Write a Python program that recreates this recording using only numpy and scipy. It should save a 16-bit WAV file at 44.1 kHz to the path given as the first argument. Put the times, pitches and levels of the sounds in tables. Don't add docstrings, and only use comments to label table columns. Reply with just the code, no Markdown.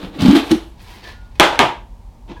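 import sys
import numpy as np
from scipy import signal
from scipy.fft import rfft, irfft
from scipy.io import wavfile
from scipy.ndimage import uniform_filter1d

SR = 44100
rng = np.random.default_rng(int(sys.argv[2]) if len(sys.argv) > 2 else 0)


def convert_level_to_amplitude(level_db):
    exponent = np.asarray(level_db, float) / 20
    return 10 ** exponent


def wav_record(signal):
    frames = np.transpose(np.atleast_2d(signal))
    bounded = np.clip(frames, -1, 1)
    quanta = np.round(bounded * 32767).astype(np.int16)
    wavfile.write(sys.argv[1], SR, quanta)


N = 105840


def evened(x):
    return x / np.sqrt(np.mean(x ** 2) + 1e-20)


def read(points, hz):
    point_hz, value = np.transpose(points)
    return np.interp(np.log(hz + 1), np.log(point_hz + 1), value)


def follow(start_s, level_db):
    return convert_level_to_amplitude(np.interp(np.arange(N) / SR, start_s, level_db, -120, -120))


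def add(mix, start_s, sound):
    part = mix[round(start_s * SR):][:len(sound)]
    part += sound[:len(part)]


def colour(x, points, slope_db=0):
    hz = abs(np.fft.fftfreq(8192, 1 / SR))
    level_db = read(points, hz) + slope_db * np.log2((hz + 1) / 1000)
    log_level = np.log(convert_level_to_amplitude(np.maximum(level_db, -100)))
    spectrum = np.exp(np.conj(signal.hilbert(log_level)))
    taps = np.fft.ifft(spectrum).real[:4096]
    return signal.oaconvolve(x, taps)[:len(x)]


def room(x, wet_db):
    # pitch_hz, t60_s (time to fall by 60 dB)
    room_fade = [(200, 0.23), (530, 0.35), (1390, 0.32), (3680, 0.31), (9700, 0.28)]
    taps = np.zeros(SR // 2)
    slots = np.arange(90, len(taps) - 8, 8)
    taps[slots + rng.integers(0, 8, len(slots))] = rng.choice([-1., 1.], len(slots))
    hz, t, bands = signal.stft(taps, SR, nperseg=256)
    fade = convert_level_to_amplitude(-60 * t / read(room_fade, hz)[:, None])
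    tail = signal.istft(bands * fade, SR, nperseg=256)[1]
    tail = tail / np.linalg.norm(tail)
    return x + convert_level_to_amplitude(wet_db) * signal.fftconvolve(x, tail)[:len(x)]


def burst(fade_s, points, peak_db, slope_db=0):
    t = np.arange(4096) / SR
    noise = rng.standard_normal(4096) * np.exp(-t / fade_s)
    crack = colour(noise, points, slope_db)
    return convert_level_to_amplitude(peak_db) * crack / abs(crack).max()


def tub():
    # start_s, level_db, air_hz, wall_hz, wall_db (wall note against air note)
    jolts = [(.186, -20, 275.6, 185, 5), (.2, -24.5, 265, 202, 17.5), (0.224, -3, 256.7, 191, 1),
             (0.25, 3.5, 247.5, 186, -3), (0.26, -15.5, 282, 205, 14), (0.282, 1, 275, 206.4, 7.5),
             (.297, 0.5, 274.6, 208, -1.5), (0.314, -12, 295, 231, -12), (0.328, 5, 284, 233, -35),
             (.344, -8.5, 339.4, 246, -10), (0.355, -0.5, 317, 244, -6.5), (.374, -10.5, 302.6, 247, 8),
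             (.385, -27.5, 332, 250, -15), (0.428, -20, 335, 236, -9), (0.5096, -1.5, 323, 232, 0.5),
             (0.5216, -1.5, 318.9, 235, -6), (.535, -9.5, 322, 240, -8), (0.552, -10, 333.5, 216, -2),
             (.575, -27.5, 341, 226, -15), (2.311, -28, 335, 232, -20)]
    # start_s, level_db, pitch_hz
    puffs = [(0.22, -10.5, 100), (0.282, -8.5, 66), (.515, -18.5, 97)]
    rise_s = 0.004
    air_t60_s, wall_t60_s, puff_t60_s = 0.093, 0.071, 0.098
    linger_db, linger_t60_s = -18, 0.37
    upper_hz, upper_db, upper_t60_s = 854, -26, 0.17
    out = np.zeros(N)
    t = np.arange(SR // 3) / SR

    def ring(level_db, hz, t60_s):
        fade = convert_level_to_amplitude(level_db - 60 * t / t60_s)
        rise = 1 - np.exp(-t / rise_s)
        return fade * rise * np.sin(2 * np.pi * hz * t)

    for start_s, level_db, air_hz, wall_hz, wall_db in jolts:
        add(out, start_s, ring(level_db, air_hz, air_t60_s))
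        add(out, start_s, ring(level_db + linger_db, air_hz, linger_t60_s))
        add(out, start_s, ring(level_db + wall_db, wall_hz, wall_t60_s))
        add(out, start_s, ring(level_db + upper_db, upper_hz, upper_t60_s))
    for start_s, level_db, hz in puffs:
        add(out, start_s, ring(level_db, hz, puff_t60_s))
    return out


def scrape(stroke, points):
    grains_per_s, grain_spread_db = 5000, 2.6
    split_hz = 6500

    def high_pass(x, hz):
        return signal.sosfiltfilt(signal.butter(3, hz, "high", fs=SR, output="sos"), x)

    size = convert_level_to_amplitude(grain_spread_db * np.minimum(rng.exponential(1, N), 5))
    present = rng.random(N) < grains_per_s / SR
    grains = colour(size * present * rng.choice([-1., 1.], N), points)
    top = high_pass(grains, split_hz)
    body = grains - top
    body = body / high_pass(body, 1500).std()
    start_s, body_db, top_db = np.transpose(stroke)
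    return body * follow(start_s, body_db) + evened(top) * follow(start_s, top_db)


def rim_scrape():
    # start_s, body_db, top_treble_db
    rim_stroke = [
        (0.0, -44, -58.5), (0.046, -41, -61), (0.116, -62, -83.5), (0.148, -42.5, -64.5), (0.182, -48.5, -78),
        (0.19, -35.5, -55), (0.224, -28.5, -38.5), (0.24, -29, -43), (0.256, -28, -41), (0.342, -28.5, -44.5),
        (0.36, -21.5, -33), (0.43, -35.5, -55), (0.462, -42, -47.5), (0.5, -36, -52), (0.516, -23.5, -29),
        (0.53, -35.5, -49), (0.598, -48, -60.5), (0.72, -67, -67.5)]
    # pitch_hz, relative_db (per Hz)
    rim_colour = [(250, -32.5), (420, 3.5), (512, -4.5), (772, -1), (1460, -6), (1990, -10), (2240, -9.5),
                  (3650, -6.5), (6820, -29.5), (14000, -37.5), (16000, -50)]
    return scrape(rim_stroke, rim_colour)


def carry_rub():
    # start_s, body_db, top_treble_db
    carry_stroke = [
        (0.72, -61, -69), (0.754, -69, -79), (0.806, -51, -62), (0.824, -54, -55), (0.866, -50.5, -61),
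        (0.904, -47.5, -55), (0.96, -49.5, -57.5), (1.026, -51, -66), (1.042, -41.5, -58), (1.096, -42.5, -57),
        (1.198, -65.5, -82), (1.202, -62.5, -83.5), (1.266, -64.5, -76.5), (1.276, -69, -84),
        (1.348, -63.5, -79.5), (1.354, -56, -66.5), (1.384, -58, -70.5), (1.39, -58.5, -63.5)]
    # pitch_hz, relative_db (per Hz)
    carry_colour = [(180, -30), (300, -2.5), (433, -3.5), (537, -10), (1010, -5.5), (1340, -13), (1720, -7),
                    (2170, -9), (4590, -11.5), (6960, -24.5), (16000, -31)]
    return scrape(carry_stroke, carry_colour)


def hand_rub():
    # start_s, body_db, top_treble_db
    hand_stroke = [
        (2.26, -75, -73), (2.274, -77.5, -88), (2.28, -58.5, -78.5), (2.298, -46.5, -67), (2.32, -45, -78.5),
        (2.342, -59.5, -83), (2.374, -56, -77), (2.394, -66, -70.5), (2.4, -50, -80)]
    # pitch_hz, relative_db (per Hz)
    hand_colour = [(88, -29), (150, -6), (341, -6), (457, -11.5), (821, -18.5), (905, -7.5), (1190, -25.5),
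                   (1720, -23.5), (3490, -24.5), (16000, -61)]
    return scrape(hand_stroke, hand_colour)


def squeaks():
    # start_s, pitch_hz, peak_db, length_s, waver_hz (typical pitch drift)
    whistles = [(1.035, 1740, -37, 0.089, 35), (0.94, 2100, -45, 0.041, 72), (1.6, 1686, -50, .05, 46),
                (0.86, 960, -47, 0.14, 26), (1.062, 1008, -46, 0.092, 61), (1.12, 1435, -51, .21, 4),
                (1.032, 4500, -45, .025, 30), (.88, 1700, -56, 0.092, 21), (1.351, 2550, -54, .025, 40),
                (2.41, 990, -39, 0.044, 60), (2.34, 3370, -51.5, .04, 40), (2.5, 2500, -51, 0.028, 60),
                (2.364, 1650, -43, 0.034, 60), (2.359, 980, -38.5, 0.031, 53)]
    out = np.zeros(N)
    for start_s, hz, peak_db, length_s, waver_hz in whistles:
        t = np.arange(0, length_s, 1 / SR)
        waver = evened(uniform_filter1d(rng.standard_normal(SR), 200))[:len(t)]
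        shape = np.sin(np.pi * (t / length_s) ** .6)
        phase = 2 * np.pi * np.cumsum(hz + waver_hz * waver) / SR
        add(out, start_s, convert_level_to_amplitude(peak_db) * shape * np.sin(phase))
    return out


def ticks():
    # start_s, peak_db
    snaps = [(0.1909, -31.5), (0.2078, -18.5), (0.2186, -14), (0.2588, -11), (0.2808, -13), (0.3114, -14),
             (0.5141, -10.5), (1.038, -38), (1.355, -39), (2.29, -42), (2.3674, -53)]
    # pitch_hz, relative_db
    snap_colour = [(290, -25.5), (500, -9), (1320, -29), (2980, -13.5), (3250, -18.5), (4280, -20),
                   (12100, -42.5), (16000, -42)]
    fade_s = .004
    out = np.zeros(N)
    for start_s, peak_db in snaps:
        add(out, start_s, burst(fade_s, snap_colour, peak_db))
    return out


def slaps():
    # start_s, level_db, brightness_db (per octave), crack_peak_db
    hits = [(1.3979, 1.5, -0.2, 19), (1.4044, -9.5, -2.1, 4.5), (1.4085, 4, 1.4, 7), (1.428, 1.5, 2.5, -23),
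            (1.526, -12, -0.2, -33), (1.557, -18.5, -.9, -22.5), (1.5914, 4.5, 0.45, 9),
            (1.6019, -2, 2.2, -5.5), (1.621, -7.5, -2.1, -21.5)]
    # pitch_hz, relative_db
    hit_colour = [(60, -39), (110, -9.5), (200, -9), (350, 0.5), (480, -5.5), (870, -1.5), (1150, -5.5),
                  (2000, -10), (3500, -12.5), (4400, -22), (8000, -35), (15000, -51), (17000, -67)]
    # pitch_hz, relative_db, t60_s (time to fall by 60 dB)
    lid_tones = [(370, -13, 0.033), (562, -3.5, 0.026), (667, -5, 0.026), (851, -3, 0.15),
                 (929, -5.5, 0.17), (985, -10.5, 0.12), (1226, -6, 0.042), (1258, -12.5, 0.078),
                 (1535, -2, .04), (1975, -12, 0.075), (2540, -26, .06), (3200, -17, .06)]
    lid_db, wet_db = -19.5, 9
    crack_fade_s, crack_slope_db = .0007, 3
    out = np.zeros(N)
    t = np.arange(SR // 2) / SR
    click = 1. * (t == 0)
    hz, tone_db, t60_s = np.transpose(lid_tones)[:, :, None]
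    tones = convert_level_to_amplitude(tone_db - 60 * t / t60_s) * np.sin(2 * np.pi * hz * t)
    for start_s, level_db, slope_db, crack_db in hits:
        blow = colour(click, hit_colour, slope_db)
        blow = blow / abs(blow).max()
        touch = rng.uniform(0.52, 1.22, (len(lid_tones), 1)) * rng.choice([-1, 1], (len(lid_tones), 1))
        hit = blow + convert_level_to_amplitude(lid_db) * (touch * tones).sum(0)
        add(out, start_s, convert_level_to_amplitude(level_db) * room(hit, wet_db))
        add(out, start_s, burst(crack_fade_s, hit_colour, crack_db, crack_slope_db))
    return out


def fuzz(hz, width_hz, count):
    a, b = rng.standard_normal((2, count + 4000))
    slow = signal.lfilter([1], [1, -np.exp(-np.pi * width_hz / SR)], a + 1j * b)[-count:]
    carrier = np.exp(2j * np.pi * hz * np.arange(count) / SR)
    return evened((slow * carrier).real)


def murmur():
    # start_s, level_db
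    hum_level = [(0.0, -35), (0.048, -29), (0.126, -39.5), (0.18, -27.5)]
    # pitch_hz, width_hz, relative_db
    hum_notes = [(185, 18, -4.5), (285, 31, -2.5), (500, 58, -11)]
    hum = sum(convert_level_to_amplitude(note_db) * fuzz(hz, width_hz, N) for hz, width_hz, note_db in hum_notes)
    start_s, level_db = np.transpose(hum_level)
    return evened(hum) * follow(start_s, level_db)


def hush():
    # pitch_hz, relative_db
    hush_colour = [(12, -28), (20, -14.5), (48, 2), (70, -12), (101, -9), (120, -19.5), (241, -21),
                   (310, -30), (434, -33), (678, -33), (897, -28), (1330, -45.5), (2990, -48.5),
                   (5230, -51), (16000, -61.5)]
    level_db = -38.5
    spectrum = rfft(rng.standard_normal(N)) * convert_level_to_amplitude(read(hush_colour, np.fft.rfftfreq(N, 1 / SR)))
    return convert_level_to_amplitude(level_db) * evened(irfft(spectrum, N))


def scene():
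    tub_wet_db, near_wet_db = -15, -6.5
    near = rim_scrape() + carry_rub() + hand_rub() + squeaks() + ticks()
    mix = room(tub() + murmur(), tub_wet_db) + room(near, near_wet_db) + slaps() + hush()
    return mix[None]


def top_cut(x):
    return signal.sosfilt(signal.butter(12, 16650, fs=SR, output="sos"), x)


def record(dry):
    clipped = np.clip(dry, -1, 1)
    return top_cut(clipped)


dry = scene()
out = record(dry)
wav_record(out)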